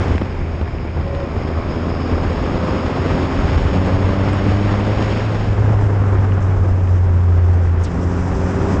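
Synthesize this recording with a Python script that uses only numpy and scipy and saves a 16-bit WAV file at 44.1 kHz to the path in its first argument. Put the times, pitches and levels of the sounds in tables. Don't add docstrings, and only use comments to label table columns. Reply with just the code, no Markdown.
import sys
import numpy as np
from scipy import signal
from scipy.fft import rfft, irfft
from scipy.io import wavfile
from scipy.ndimage import uniform_filter1d, minimum_filter1d

SR = 44100
rng = np.random.default_rng(int(sys.argv[2]) if len(sys.argv) > 2 else 0)


def waveform_to_disk(signal):
    frames = np.transpose(np.atleast_2d(signal))
    scaled = np.clip(frames, -1, 1) * 32767
    samples = np.round(scaled).astype(np.int16)
    wavfile.write(sys.argv[1], SR, samples)


N = 388080
TIME = np.arange(N) / SR

# time_s, firing_hz
ENGINE_SPEED = [(0, 91), (.15, 90.24), (.5, 81.67), (.9, 79.8), (1.35, 79.44), (1.9, 83.26), (2.6, 85.73),
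                (3.35, 89.4), (4, 94.6), (4.25, 97.03), (5.32, 107.1), (5.53, 102.4), (5.67, 107.2),
                (5.83, 100.9), (6.1, 98.55), (6.5, 94.64), (7.15, 88.6), (7.8, 86.2), (8.1, 88.25),
                (8.5, 91.05), (8.8, 93.2)]
# time_s, level_db
BOOM_LEVEL = [(0, -20), (.25, -25.5), (2.3, -24.5), (2.95, -31), (3.15, -20), (3.62, -23), (3.8, -18.5),
              (4.35, -17.7), (4.8, -19.5), (5.5, -18.5), (6.6, -20.5), (7.65, -21), (7.83, -22), (7.9, -26),
              (8.03, -20.5), (8.55, -23), (8.8, -22.5)]
# start_s, end_s, rise_s, fall_s, growl_db, honk_db, rasp_db, flutter_rad
THROTTLE_PULLS = [(-.1, 0.053, 0.092, 0.15, -36.5, -44, -38, .3),
                  (.85, 3.5, 0.82, 0.3, -32.5, -40, -28, 0.62),
                  (3.58, 4.34, 0.14, 1.3, -28.5, -25.5, -30, .25),
                  (7.849, 8.8, 0.079, .2, -32.5, -26, -36, .15)]
# firing_multiple, level_db
GROWL_TONES = [(2.5, -12), (3, 1.5), (3.5, -7.5), (4, -5), (5, -4), (5.5, -11), (6, -4.5), (7, -12),
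               (8, -12), (9, -14.5), (13, -15.5)]
# pitch_hz, width_hz, gain_db
PIPE_RESONANCES = [(279, 53, 1), (411, 13, -4.5), (514.4, 9.8, 0.5), (570, 27, -3), (656, 52, -6),
                   (1110, 45, -1.5)]
# pitch_hz, level_db
GAS_SPECTRUM = [(100, -23.5), (180, -2.5), (280, 0.5), (390, 0), (470, -7), (560, -0.5), (700, -10.5),
                (960, -13.5), (1085, -4), (1160, -13.5), (1235, -8), (1400, -21), (2000, -35)]
# time_s, level_db
GEAR_LEVEL = [(0, -42.5), (3, -44.5), (3.9, -36), (4.5, -45), (6, -40), (7.3, -41.5), (8.1, -38.5),
              (8.45, -30.5), (8.8, -28.5)]

# time_s, level_db
AIRFLOW_LEVEL = [(0, -1.5), (.16, -0.5), (.178, -7.5), (1, -8), (2, -4.5), (3.1, -0.5), (5.1, -1),
                 (5.4, -3), (6.3, -3), (6.9, -7), (7.75, -6), (8.8, -0.5)]
# middle_s, half_length_s, rumble_change_db, buffet_change_db, rush_change_db
WIND_GUSTS = [(0.707, 0.52, 2.5, 0, -2), (1.5, 0.39, -0.5, -1.5, 0), (2.6, .3, -1.5, .5, 1),
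              (3.2, 0.13, -2, 2, 1.5), (3.56, 0.17, 5.5, -0.5, 2.5), (4.2, .12, -1.5, -3, 0),
              (4.63, 0.2, -0.5, -1, 1.5), (5.107, 0.15, -3.5, 1, 3.5), (5.62, 0.27, 2.5, 0.5, 2.5),
              (6.4, .35, 2, -0.8, -1), (7.398, 0.52, 0, -2, .8), (8.3, .3, -1, -2.5, 0),
              (8.718, 0.1, 3, 1, 1)]
# time_s, level_db
HISS_LEVEL = [(0, -51), (.16, -57), (.25, -63), (.6, -69), (1, -76), (2, -66), (3, -62.5), (5.2, -61.5),
              (5.7, -54.5), (7.75, -57), (7.95, -50.5), (8.8, -47)]
# pitch_hz, level_db
RUMBLE_SPECTRUM = [(12, -30), (24, -2.5), (38, 5.5), (60, 4), (80, 8), (110, 0.5), (160, -4.5),
                   (300, -43.5)]
BUFFET_SPECTRUM = [(60, -18.5), (120, 1.5), (165, 0), (230, 0), (290, -3.5), (400, -5.5), (520, -8),
                   (700, -13), (1100, -26), (2500, -70.5)]
ROAR_SPECTRUM = [(250, -37), (500, 0.5), (750, 3), (1100, 1), (1600, -3), (2200, -11.5), (3000, -20),
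                 (4500, -34), (8000, -74.5)]
RUSH_SPECTRUM = [(1000, -17.5), (1900, 4.5), (2600, 2), (3300, -1.5), (4200, -8), (5100, -5), (5550, -7.5),
                 (5830, -16), (6040, -34), (6250, -16.5), (6520, -8), (7050, -16.5), (8200, -25.5),
                 (9300, -38.5), (10000, -52)]
HISS_SPECTRUM = [(2000, -20), (3600, -9), (4300, -12.5), (5100, -1), (6400, -4.5), (7500, -7), (8500, -17),
                 (9500, -29.5), (11000, -38)]
# pitch_hz, width_hz, level_db
BODY_HOLLOWS = [(402, 24, -38), (520, 16, -44.5), (1070, 79, -52.5)]

# start_s, end_s, rise_s, fall_s, level_db
KERB_TOUCHES = [(1.372, 1.451, 0.054, 0.16, -56), (1.55, 2.95, 0.24, .7, -53)]
# time_s, thump_db, knock_db, rattle_db
BUMPS = [(0.108, -5, -12.5, -36), (0.126, -14.5, -23, -45), (.151, -11.5, -12, -45),
         (0.18, -21.5, -29.5, -17.5), (0.214, -23.5, -10, -23), (0.216, -26, -7.5, -26),
         (0.2195, -14.5, -4, -25), (0.613, -7.5, -19, -24), (.677, -35, -31, -26), (0.735, -15, -34, -60),
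         (.851, -22.5, -13, -41), (1.149, -33.5, -15, -22), (1.202, -30.5, -30, -23),
         (1.229, -30.5, -18, -27), (1.366, -8.5, -34, -32), (2.126, -8, -24, -43), (4.486, -8, -20, -42),
         (8.052, -13, -15.5, -46)]
# pitch_hz, level_db
THUMP_SPECTRUM = [(20, -11.5), (55, -6), (80, 13), (130, -8.5), (400, -16), (1000, -35), (3000, -51)]
KNOCK_SPECTRUM = [(60, -9.5), (200, 9), (700, -4.5), (1500, -14), (3000, -31.5), (5500, -36), (8000, -59)]
RATTLE_SPECTRUM = [(300, -0.5), (1000, 1), (2800, -2), (4200, -13)]
# time_s, pitch_hz, peak_db
TICKS = [(.784, 2240, -27), (1.777, 2181, -26), (3.863, 6710, -38), (4.331, 7775, -37), (4.692, 1880, -20),
         (6.32, 1780, -22), (6.405, 6470, -42), (6.424, 6440, -38), (6.874, 1993, -26.5)]
# firing_multiple, level_db
PANEL_OVERTONES = [(7, 0), (10, -17), (13.2, -20), (23.9, -18.5)]
# time_s, pitch_hz, level_db
SWISH_PATH = [(7.826, 6600, -62), (7.837, 6500, -41.5), (7.844, 6100, -38.5), (7.853, 5200, -39.5),
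              (7.86, 3900, -45), (7.868, 2100, -40), (7.89, 1700, -49)]


def undb(db):
    return 10 ** (np.asarray(db) / 20)


def unit(x):
    return x / np.sqrt(np.mean(x ** 2))


def curves(table):
    times, *columns = np.transpose(table)
    return [np.interp(TIME, times, column) for column in columns]


def held(start_s, end_s, rise_s, fall_s):
    return np.clip((TIME - start_s) / rise_s, 0, 1) * np.clip(1 - (TIME - end_s) / fall_s, 0, 1)


def response(spectrum):
    hz, db = np.transpose(spectrum)
    bins = np.arange(N // 2 + 1) * SR / N + 1
    return undb(np.interp(np.log(bins), np.log(hz), db)) * np.minimum(hz[-1] / bins, 1) ** 4


def noise(spectrum):
    return unit(irfft(rfft(rng.standard_normal(N)) * response(spectrum), N))


def wander(rate_hz):
    hz = np.arange(N // 2 + 1) * SR / N
    return unit(irfft(rfft(rng.standard_normal(N)) * np.exp(-(hz / rate_hz) ** 2), N))


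def resonance(hz, width_hz):
    bins = np.arange(N // 2 + 1) * SR / N
    return unit(irfft(rfft(rng.standard_normal(N)) / (1 + ((bins - hz) / width_hz) ** 2), N))


def tap(spectrum):
    cepstrum = irfft(np.log(response(spectrum)), N)
    sound = irfft(np.exp(rfft(2 * cepstrum * (np.arange(N) < N // 2))), N)
    return sound / np.abs(sound).max()


def exhaust_boom(phase, coasting, cover, lumpy):
    level_db = curves(BOOM_LEVEL)[0] + coasting * (4.5 + 4.5 * cover)
    level_db += lumpy * np.cos(phase / 4)
    level_db += (0.14 + 0.55 * lumpy) * wander(35)
    octave = undb(-25) * np.cos(2 * phase)
    return np.sqrt(2) * (np.sin(phase) + octave) * undb(level_db)


def throttle(shut_growl_db=-48):
    growl, honk, rasp, flutter = undb(shut_growl_db), 0, 0, 0
    for *timing, growl_db, honk_db, rasp_db, flutter_rad in THROTTLE_PULLS:
        pedal = held(*timing)
        growl = np.maximum(growl, pedal * undb(growl_db))
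        honk = np.maximum(honk, pedal * undb(honk_db))
        rasp = np.maximum(rasp, pedal * undb(rasp_db))
        flutter = np.maximum(flutter, pedal * flutter_rad)
    return growl, honk, rasp, flutter


def intake_honk(phase):
    return np.sqrt(2) * np.sin(2 * phase + 0.09 * wander(7.6))


def exhaust_growl(phase, firing_hz, flutter_rad):
    out = np.zeros(N)
    for multiple, db in GROWL_TONES:
        strength = np.sqrt(2) * undb(db + 1.4 * wander(5.9))
        tone = np.cos(multiple * phase + (0.1 + flutter_rad) * wander(14))
        pipe = sum(undb(gain_db) / (1 + ((multiple * firing_hz - hz) / width_hz) ** 2)
                   for hz, width_hz, gain_db in PIPE_RESONANCES)
        out += strength * tone * pipe
    return out


def exhaust_gas(phase, pulsing=0.91):
    return unit(noise(GAS_SPECTRUM) * np.exp(pulsing * np.cos(phase)))


def gear_whine(phase, multiple=4.25):
    return np.sqrt(2) * np.cos(multiple * phase + 0.16 * wander(14)) * undb(curves(GEAR_LEVEL)[0])


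def engine(phase, firing_hz, cover_hz=87.6, cover_width_hz=5.1, burble_db=-34.5):
    coasting = held(start_s=5.48, end_s=7.735, rise_s=0.19, fall_s=0.2)
    cover = 1 / (1 + ((firing_hz - cover_hz) / cover_width_hz) ** 2)
    lumpy = coasting * (1 - cover)
    growl_gain, honk_gain, rasp_gain, flutter_rad = throttle()
    boom = exhaust_boom(phase, coasting, cover, lumpy)
    honk = intake_honk(phase) * honk_gain
    growl = exhaust_growl(phase, firing_hz, flutter_rad) * growl_gain
    unevenness = undb(wander(49))
    gas = exhaust_gas(phase) * (rasp_gain + undb(burble_db) * lumpy)
    return boom + (honk + growl + gas) * unevenness


def wind():
    flow_db, = curves(AIRFLOW_LEVEL)
    rumble_db = -22 + 0.38 * flow_db
    buffet_db = -22 + 0.83 * flow_db
    roar_db = -28 + flow_db
    rush_db = -36.5 + flow_db
    rush_db -= np.interp(TIME, [5.38, 5.72], [0, 9.5])
    for middle_s, half_length_s, low_db, middle_db, high_db in WIND_GUSTS:
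        gust = np.exp(-((TIME - middle_s) / half_length_s) ** 2)
        rumble_db += low_db * gust
        buffet_db += middle_db * gust
        roar_db += 0.25 * high_db * gust
        rush_db += high_db * gust
    swirls = 0.89 * wander(28) + 0.9 * wander(220)
    rumble = noise(RUMBLE_SPECTRUM) * undb(rumble_db + 2.1 * wander(30))
    buffet = noise(BUFFET_SPECTRUM) * undb(buffet_db + 1.3 * swirls + 0.5 * wander(12))
    roar = noise(ROAR_SPECTRUM) * undb(roar_db + 0.9 * swirls + 0.18 * wander(40))
    rush = noise(RUSH_SPECTRUM) * undb(rush_db + 0.73 * swirls + 0.32 * wander(40))
    hiss = noise(HISS_SPECTRUM) * undb(curves(HISS_LEVEL)[0] + 0.5 * swirls + 1.5 * wander(18))
    hollows = sum(undb(db) * resonance(hz, width_hz) for hz, width_hz, db in BODY_HOLLOWS)
    hollows *= undb(0.78 * (flow_db - flow_db.mean()))
    return rumble + buffet + roar + rush + hiss + hollows


def noise_band(hz, width_hz):
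    return np.sqrt(2) * wander(width_hz) * np.sin(2 * np.pi * hz * TIME)


def tyres(mid_bend_s=1.7):
    scrub_db = -48 - np.maximum(TIME - mid_bend_s, 14 * (TIME - mid_bend_s))
    scrub_top = undb(scrub_db - 11)
    on_kerb = sum(undb(db) * held(*timing) for *timing, db in KERB_TOUCHES)
    scrub = noise_band(hz=2288, width_hz=330) * undb(scrub_db + 1.2 * wander(25))
    sizzle = noise_band(hz=5050, width_hz=350) * (on_kerb + scrub_top) * undb(2 * wander(22))
    return scrub + sizzle


def bumps(rattle_rise_s=0.00045, rattle_decay_s=0.0017):
    padding = signal.windows.hann(25)
    knock = signal.lfilter(padding / padding.sum(), 1, tap(KNOCK_SPECTRUM))
    thump = tap(THUMP_SPECTRUM)
    rattle_noise = noise(RATTLE_SPECTRUM)
    fade = np.tanh(TIME / rattle_rise_s) ** 2 * np.exp(-np.minimum(TIME / rattle_decay_s, 20))
    out = np.zeros(N)
    for time_s, thump_db, knock_db, rattle_db in BUMPS:
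        start = int(time_s * SR)
        rattle = fade * np.roll(rattle_noise, start)
        blow = undb(thump_db) * thump + undb(knock_db) * knock + undb(rattle_db) * rattle
        out[start:] -= blow[:N - start]
    return out


def ticks(width_hz=1000, rise_s=0.00035, decay_s=0.0022):
    out, age = np.zeros(N), TIME[:SR // 20]
    fade = np.tanh(age / rise_s) * np.exp(-age / decay_s)
    roughness = wander(width_hz)
    for time_s, hz, peak_db in TICKS:
        start = int(time_s * SR)
        span = slice(start, start + len(age))
        tick = fade * roughness[span] * np.sin(2 * np.pi * hz * age)
        out[span] += undb(peak_db) * tick / np.abs(tick).max()
    return out


def singing_panel(phase, level_db=-30.4, chatter_rad=0.045):
    shaky_phase = phase + chatter_rad * wander(60)
    tones = sum(undb(db) * np.sin(multiple * shaky_phase) for multiple, db in PANEL_OVERTONES)
    fade = held(start_s=0.99, end_s=1.24, rise_s=0.08, fall_s=0.06)
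    return np.sqrt(2) * tones * fade * undb(level_db + 1.5 * wander(30))


def throttle_swish(width_hz=2700):
    hz, db = curves(SWISH_PATH)
    sounding = (TIME > SWISH_PATH[0][0]) & (TIME < SWISH_PATH[-1][0])
    falling_tone = np.sin(2 * np.pi * np.cumsum(hz) / SR)
    return np.sqrt(2) * wander(width_hz) * falling_tone * undb(db) * sounding


def scene():
    firing_hz, = curves(ENGINE_SPEED)
    phase = 2 * np.pi * np.cumsum(firing_hz * (1 + 0.0018 * wander(8.8))) / SR
    machinery = engine(phase, firing_hz) + gear_whine(phase) + singing_panel(phase)
    return (machinery + wind() + tyres() + bumps() + ticks() + throttle_swish())[None]


def record(dry, ceiling_db=-4.6, window_samples=221, top_hz=10000):
    needed_gain = np.minimum(undb(ceiling_db) / (np.abs(dry) + 1e-9), 1)
    smooth_gain = uniform_filter1d(minimum_filter1d(needed_gain, window_samples), window_samples)
    treble_cut = signal.ellip(8, 0.2, 70, top_hz, fs=SR, output="sos")
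    return signal.sosfilt(treble_cut, dry * smooth_gain)


dry = scene()
out = record(dry)
waveform_to_disk(out)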